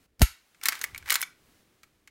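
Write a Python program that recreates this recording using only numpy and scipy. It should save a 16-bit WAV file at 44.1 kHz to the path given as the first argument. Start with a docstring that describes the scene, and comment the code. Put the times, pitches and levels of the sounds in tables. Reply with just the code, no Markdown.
"""A lever-action rifle is handled close up in a small room, over faint hiss and low room noise.
At 0.2 s the hammer is cocked: its notches snap, its spring rings and the stock thumps deeply.
From 0.55 s the lever is thrown open; bolt and locking parts slide and clack against the steel receiver.
From about 1.05 s it is pulled shut and the locking bolts grind home.
Two light ticks follow, near 1.8 and 2.1 s."""
import sys
import numpy as np
from scipy import signal
from scipy.fft import rfft, irfft
from scipy.io import wavfile

SR = 44100
rng = np.random.default_rng(int(sys.argv[2]) if len(sys.argv) > 2 else 0)


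def master(y):
    """Save y as 16-bit WAV."""
    cut = np.clip(np.atleast_2d(y).T, -1, 1)
    pcm = np.round(cut * 32767)  # scale
    wavfile.write(sys.argv[1], SR, pcm.astype(np.int16))


N = 92610
TIME = np.arange(N) / SR


def from_db(db):
    """Decibels to gain."""
    return 10 ** (np.asarray(db) / 20)


def unit_rms(x):
    """Scale to rms 1."""
    return x / np.sqrt(np.mean(x ** 2) + 1e-20)


def envelope(points):
    """Gain over time from (s, dB) points."""
    return from_db(np.interp(TIME, *np.transpose(points)))


def at_hz(points, hz):
    """Read (Hz, value) points on a log-frequency axis."""
    points_hz, values = np.transpose(points)
    return np.interp(np.log(hz), np.log(points_hz), values)


def band(x, low_hz, high_hz, order=2):
    """Causal band-pass."""
    sos = signal.butter(order, [low_hz, min(high_hz, .45 * SR)], "band", fs=SR, output="sos")
    return signal.sosfilt(sos, x + 1e-18)


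def colour(x, spectrum):
    """Shape a steady noise by (Hz, dB) points; rms 1."""
    hz = np.maximum(np.arange(N // 2 + 1) * SR / N, 1)
    return unit_rms(irfft(rfft(x) * from_db(at_hz(spectrum, hz)), N))


def noise(spectrum):
    """Coloured noise, rms 1."""
    return colour(rng.standard_normal(N), spectrum)


def ring(clicks, hz, t60_s):
    """One damped mode: a unit click starts a tone of height 1; it radiates no bass."""
    radius, angle = from_db(-60 / (t60_s * SR)), 2 * np.pi * hz / SR
    return signal.lfilter([.5, 0, -.5], [1, -2 * radius * np.cos(angle), radius ** 2], clicks + 1e-18)


def add(out, start_s, sound):
    """Mix a sound into out."""
    i = int(start_s * SR)
    out[i:i + len(sound)] += sound[:max(N - i, 0)]


def background():
    """Faint hiss and low room noise, both uneven in level."""
    # Each row: time in seconds, level in dB.
    hiss_levels = [(0, -69), (.06, -68.5), (.07, -81.5), (.185, -82), (.2, -70), (.58, -68), (1.35, -69.5),
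                   (1.48, -65.5), (1.6, -66), (1.65, -69.5), (1.85, -71.5), (2.1, -76)]
    air_levels = [(0, -69), (.1, -75.5), (.45, -79.5), (.85, -64), (1.32, -69), (1.5, -66.5), (1.8, -71),
                  (2.1, -74)]
    # Each row: frequency in Hz, relative density in dB.
    hiss_spectrum = [(100, -11), (700, -2), (1400, 0), (2300, -1.5), (5000, -5.5), (9000, -8), (12000, -10)]
    air_spectrum = [(25, -2), (60, 2.5), (130, 0.5), (330, 2), (600, -7.5), (1200, -26), (4000, -45.5)]
    return envelope(hiss_levels) * noise(hiss_spectrum) + envelope(air_levels) * noise(air_spectrum)


def room(x, bands=14, onset_s=.0032):
    """A diffuse tail that builds up quickly and dies band by band."""
    # Each row: frequency in Hz, T60 in seconds.
    decay_times = [(200, .18), (530, 0.3), (1400, 0.33), (3700, 0.32), (9700, 0.25), (15000, 0.19)]
    # Each row: frequency in Hz, relative level in dB.
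    spectrum = [(100, -14.5), (550, -7.5), (870, 10), (1300, -0.5), (2100, 1.5), (5000, -0.5), (9000, 0.5),
                (15000, -4.5)]
    t, edges_hz = TIME[:SR // 2], np.geomspace(100, 17000, bands + 1)
    tail = np.zeros(len(t))
    for low_hz, high_hz in zip(edges_hz, edges_hz[1:]):
        hz = np.sqrt(low_hz * high_hz)
        fade = from_db(at_hz(spectrum, hz) - 60 * t / at_hz(decay_times, hz))
        tail += band(rng.standard_normal(len(t)), low_hz, high_hz) * fade
    tail *= 1 - np.exp(-(t / onset_s) ** 2)
    return signal.fftconvolve(x, tail / np.sqrt(np.sum(tail ** 2)))[:N]


def echo(x, delay_ms=7.4, gain_db=-18.5):
    """One reflection from a hard surface close to the rifle."""
    return from_db(gain_db) * np.pad(x, (round(delay_ms * SR / 1000), 0))[:N]


def rumble():
    """Low handling noise, strongest as the hammer is cocked."""
    # Each row: time in seconds, level in dB.
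    levels = [(0, -81), (.185, -76), (.21, -27.5), (.275, -65.5), (.32, -64), (.37, -86.5), (.80, -76.5),
              (.95, -54.5), (1.13, -62), (1.2, -75.5), (1.3, -82)]
    # Each row: frequency in Hz, relative density in dB.
    spectrum = [(25, -7.5), (50, 3.5), (85, -2.5), (150, -15.5), (300, -36.5), (1000, -61)]
    return envelope(levels) * noise(spectrum)


def bumps():
    """Soft bumps of hand and stock sway the rifle for a few low cycles."""
    # Each row: start in seconds, level in dB, frequency in Hz, rise in seconds.
    sways = [(0.686, -50, 120, .002), (0.929, -46.5, 85, 0.0092), (1.016, -51.5, 95, .008)]
    out = np.zeros(N)
    for start_s, db, hz, rise_s in sways:
        swell = TIME / rise_s * np.exp(1 - TIME / rise_s)
        add(out, start_s, from_db(db) * swell * np.sin(2 * np.pi * hz * TIME))
    return out


def bolt_slide(grains_per_s=5000, spread_db=4):
    """The bolt rubs on its rails: a stream of tiny catches of uneven size."""
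    # Each row: time in seconds, level in dB.
    levels = [(.6, -86), (.635, -45), (.70, -43.5), (.745, -43.5), (.79, -49.5), (.86, -54), (.92, -61),
              (1.045, -63.5), (1.078, -41), (1.15, -38), (1.19, -45.5), (1.225, -53), (1.26, -85)]
    # Each row: frequency in Hz, relative density in dB.
    spectrum = [(150, -24.5), (600, -13.5), (900, -2.5), (1800, 1.5), (3000, -5), (7000, -12),
                (15000, -16.5)]
    sizes = from_db(spread_db * np.minimum(rng.exponential(1, N), 4)) * rng.choice([-1, 1], N)
    grains = sizes * (rng.random(N) < grains_per_s / SR)
    return envelope(levels) * colour(grains, spectrum)


def grind(start_s=1.112, end_s=1.165, edge_s=.005, level_db=-35.5, catches_per_s=900, decay_s=.0004):
    """The locking bolts stick and slip under load: a fast, uneven run of tiny bright bursts."""
    # Each row: frequency in Hz, relative density in dB.
    spectrum = [(800, -16.5), (1500, 4), (6000, -3), (7100, 14), (8000, -1), (15000, -6.5)]
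    catches = (rng.random(N) < catches_per_s / SR) * rng.uniform(.5, 1, N)
    bursts = signal.lfilter([1], [1, -np.exp(-1 / (decay_s * SR))], catches) * rng.standard_normal(N)
    load = (np.tanh((TIME - start_s) / edge_s) - np.tanh((TIME - end_s) / edge_s)) / 2
    return from_db(level_db) * load * colour(bursts, spectrum)


def clacks(contacts, modes, attack_ms=.15, crack_db=12, stock_db=-19.5, ring_db=.5, spread_db=1.5):
    """Steel hits steel: a crack, a damped clatter and the part's own ring; shared modes ring along."""
    stock_hz, edges_hz = (264, 1120), (1150, 2700, 8000, 15300)   # edges of body, bite and sizzle
    bands_hz = [stock_hz, *zip(edges_hz, edges_hz[1:])]
    out, t_ms = np.zeros(N), 1000 * TIME[:4096]
    impulse = 1.0 * (t_ms == 0)
    for start_s, *levels_db, decay_ms, own_hz in contacts:
        fade = np.exp(-t_ms / decay_ms)
        shape = from_db(crack_db) * impulse + (1 - np.exp(-t_ms / attack_ms)) * fade
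        knock_db = levels_db[0] + stock_db   # the wooden stock knocks along
        for band_hz, db in zip(bands_hz, (knock_db, *levels_db)):
            burst = band(shape * rng.choice([-1, 1], len(t_ms)), *band_hz, order=3)
            add(out, start_s, from_db(db) * unit_rms(burst) * np.sqrt(np.mean(fade ** 2)))
        own_db = levels_db[np.searchsorted(edges_hz[1:-1], own_hz)] + ring_db
        own_t60_s = .03 / np.hypot(1, own_hz / 5000)   # higher rings die sooner
        add(out, start_s, from_db(own_db) * ring(impulse, own_hz, own_t60_s))
    contacts = np.array(contacts)
    starts = (contacts[:, 0] * SR).astype(int)
    for hz, db, t60_s in modes:
        band_db = contacts[:, 1 + np.searchsorted(edges_hz[1:-1], hz)]
        strike_db = band_db + db + rng.normal(0, spread_db, len(starts))
        clicks = np.zeros(N)
        clicks[starts] = from_db(strike_db) * rng.choice([-1, 1], len(starts))
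        out += ring(clicks, hz, t60_s)
    return out


def thump(peak_s=.2292, level_db=-7, rise_s=.0099, fall_s=.016):
    """The deep part of the cocking jolt: a tone that sinks while it swells and dies."""
    top_hz, end_hz, sink_start_s, sink_s = 211, 46.3, .2205, .0041
    hz = end_hz + (top_hz - end_hz) * np.exp(-np.maximum(TIME - sink_start_s, 0) / sink_s)
    cycles = np.cumsum(hz) / SR
    cycles -= np.interp(peak_s, TIME, cycles)   # zero crossing at the top of the swell
    t = TIME - peak_s
    swell = np.exp(-(t / np.where(t < 0, rise_s, fall_s)) ** 2)
    return from_db(level_db) * swell * np.sin(2 * np.pi * cycles)


def stock_knock(jolt_s=.2175, peak_s=.22, knock_db=-20, rise_s=.0055, fall_s=.0047):
    """The hammer jolts the stock: a dull knock and a short wooden ring."""
    # Each row: frequency in Hz, relative density in dB.
    spectrum = [(60, -5.5), (200, 5.5), (400, -5.5), (750, -5), (1100, -19.5), (3000, -51)]
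    # Each row: frequency in Hz, level in dB, T60 in seconds.
    modes = [(243, -20.5, .04), (415, -17, 0.035), (632, -16.5, 0.024), (887, -30, 0.061)]
    t = TIME - peak_s
    knock = noise(spectrum) * np.exp(-abs(t) / np.where(t < 0, rise_s, fall_s))
    jolt = 1.0 * (np.arange(N) == int(jolt_s * SR))
    wood = sum(from_db(db) * ring(jolt, hz, t60_s) for hz, db, t60_s in modes)
    return from_db(knock_db) * knock + wood


def hammer():
    """The hammer snaps over its notches; hammer and spring ring, with a long, high ting."""
    # Each row: start in seconds, body, bite and sizzle in dB, decay in ms, own ring in Hz.
    notches = [(.1952, -50, -47, -45, 4.5, 5160), (.2075, -48, -45.5, -47, 35, 3190),
               (.2180, -18, -14.5, -16.5, 2.8, 9550), (.2235, -27.5, -27, -22.5, 5.6, 4450),
               (.2292, -30, -32, -27.5, 6.2, 9250)]
    # Each row: frequency in Hz, level relative to the strike in dB, T60 in seconds.
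    spring_modes = [(2200, -13.5, 0.062), (3380, -12.5, 0.027), (4450, -12.5, 0.043), (6500, -12, 0.05)]
    ting_modes = [(11631, -26, .24), (11737, -22, .27), (11785, -26, .24)]
    return clacks(notches, spring_modes + ting_modes)


def lever_action():
    """Lever, bolt and lock clack against the receiver, slide and grind home; two late ticks."""
    # Each row: start in seconds, body, bite and sizzle in dB, decay in ms, own ring in Hz.
    contacts = [ (.5460, -58, -60.5, -75.5, 5.3, 1514), (.6135, -46, -49.5, -54.5, 3.5, 2286),
                (.6327, -42.5, -41.5, -49, 11, 4200), (.6364, -38.5, -29.5, -27.5, 1.8, 14700),
                (.6562, -23.5, -22.5, -21.5, 6.4, 4080), (.6706, -38.5, -33.5, -33.5, 1.6, 7340),
                (.6852, -18.5, -17.5, -16.5, 4.26, 4595), (.7228, -28.5, -33.5, -39, 4.6, 2110),
                (.7295, -33.5, -36.5, -41.5, 3.7, 2040), (.7535, -38.5, -38, -41.5, 3.7, 3610),
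                (.7925, -49, -42.5, -40.5, 1.9, 15250), (.8142, -32.5, -31, -33, 5.2, 6530),
                (.8365, -43.5, -46.5, -33.5, 1.5, 14000), (.8403, -22, -27.5, -24, 2.64, 15200),
                (.8462, -33, -37.5, -36, 2.1, 2200), (.9470, -36.5, -40, -51, 3, 2210),
                (.9595, -39.5, -51.5, -54.5, 4.7, 2290), (.9782, -44.5, -37.5, -35, 3.1, 11500),
                (1.0258, -47.5, -54, -61, 2.5, 1630), (1.0598, -41.5, -45.5, -52, 3.2, 1560),
                (1.0895, -30.5, -39.5, -35.5, 1.4, 14100), (1.0983, -29, -24, -29.5, 2, 3000),
                (1.1042, -24, -18.5, -17.5, 4.1, 1910), (1.1175, -32.5, -27.5, -36.5, 3.7, 2950),
                (1.1202, -21, -27.5, -36.5, 4.5, 1513), (1.1247, -30, -23, -17, 2.2, 13500),
                (1.1305, -32, -30.5, -33, 2.1, 11300), (1.1415, -31, -23.5, -24.5, 4, 7120),
                (1.1554, -22, -18, -20, 3.4, 1545), (1.1995, -53, -45, -38, 1.5, 9300),
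                (1.2078, -34, -42, -33, 2.3, 2014), (1.2160, -46.5, -27, -22.5, 2.4, 12500),
                (1.2272, -22, -25.5, -33.5, 2.47, 2278), (1.2335, -42, -31, -32.5, 1.45, 3440),
                (1.8325, -49, -51.5, -55.5, 5.3, 2210), (2.0750, -46.5, -51, -56.5, 4.3, 2170)]
    # Each row: frequency in Hz, level relative to the strike in dB, T60 in seconds.
    receiver_modes = [(1260, -25.5, 0.037), (1530, -12, 0.039), (1977, -6.5, 0.043), (2159, -12.5, 0.07),
                      (2236, -3.5, 0.051), (2950, -25.5, 0.027), (4190, -14.5, 0.037), (7120, -24, 0.051),
                      (11300, -22.5, 0.033), (11300, -17.5, 0.025)]
    return clacks(contacts, receiver_modes) + bolt_slide() + grind()


def scene(hammer_room_db=-12.5, action_room_db=-18.5):
    """Background, room, handling, cocking and lever action in mono."""
    snap, action = hammer(), lever_action()
    tail = room(from_db(hammer_room_db) * snap + from_db(action_room_db) * action)
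    ambience = background() + tail + echo(action)
    cocking = snap + thump() + stock_knock()
    return (ambience + rumble() + bumps() + cocking + action)[None]


def record(dry, ceiling=.5, cutoff_hz=15850):
    """Round the highest peaks, then low-pass steeply."""
    limited = dry / (1 + (dry / ceiling) ** 8) ** (1 / 8)
    return signal.sosfilt(signal.ellip(10, .1, 80, cutoff_hz, fs=SR, output="sos"), limited)


dry = scene()
out = record(dry)
master(out)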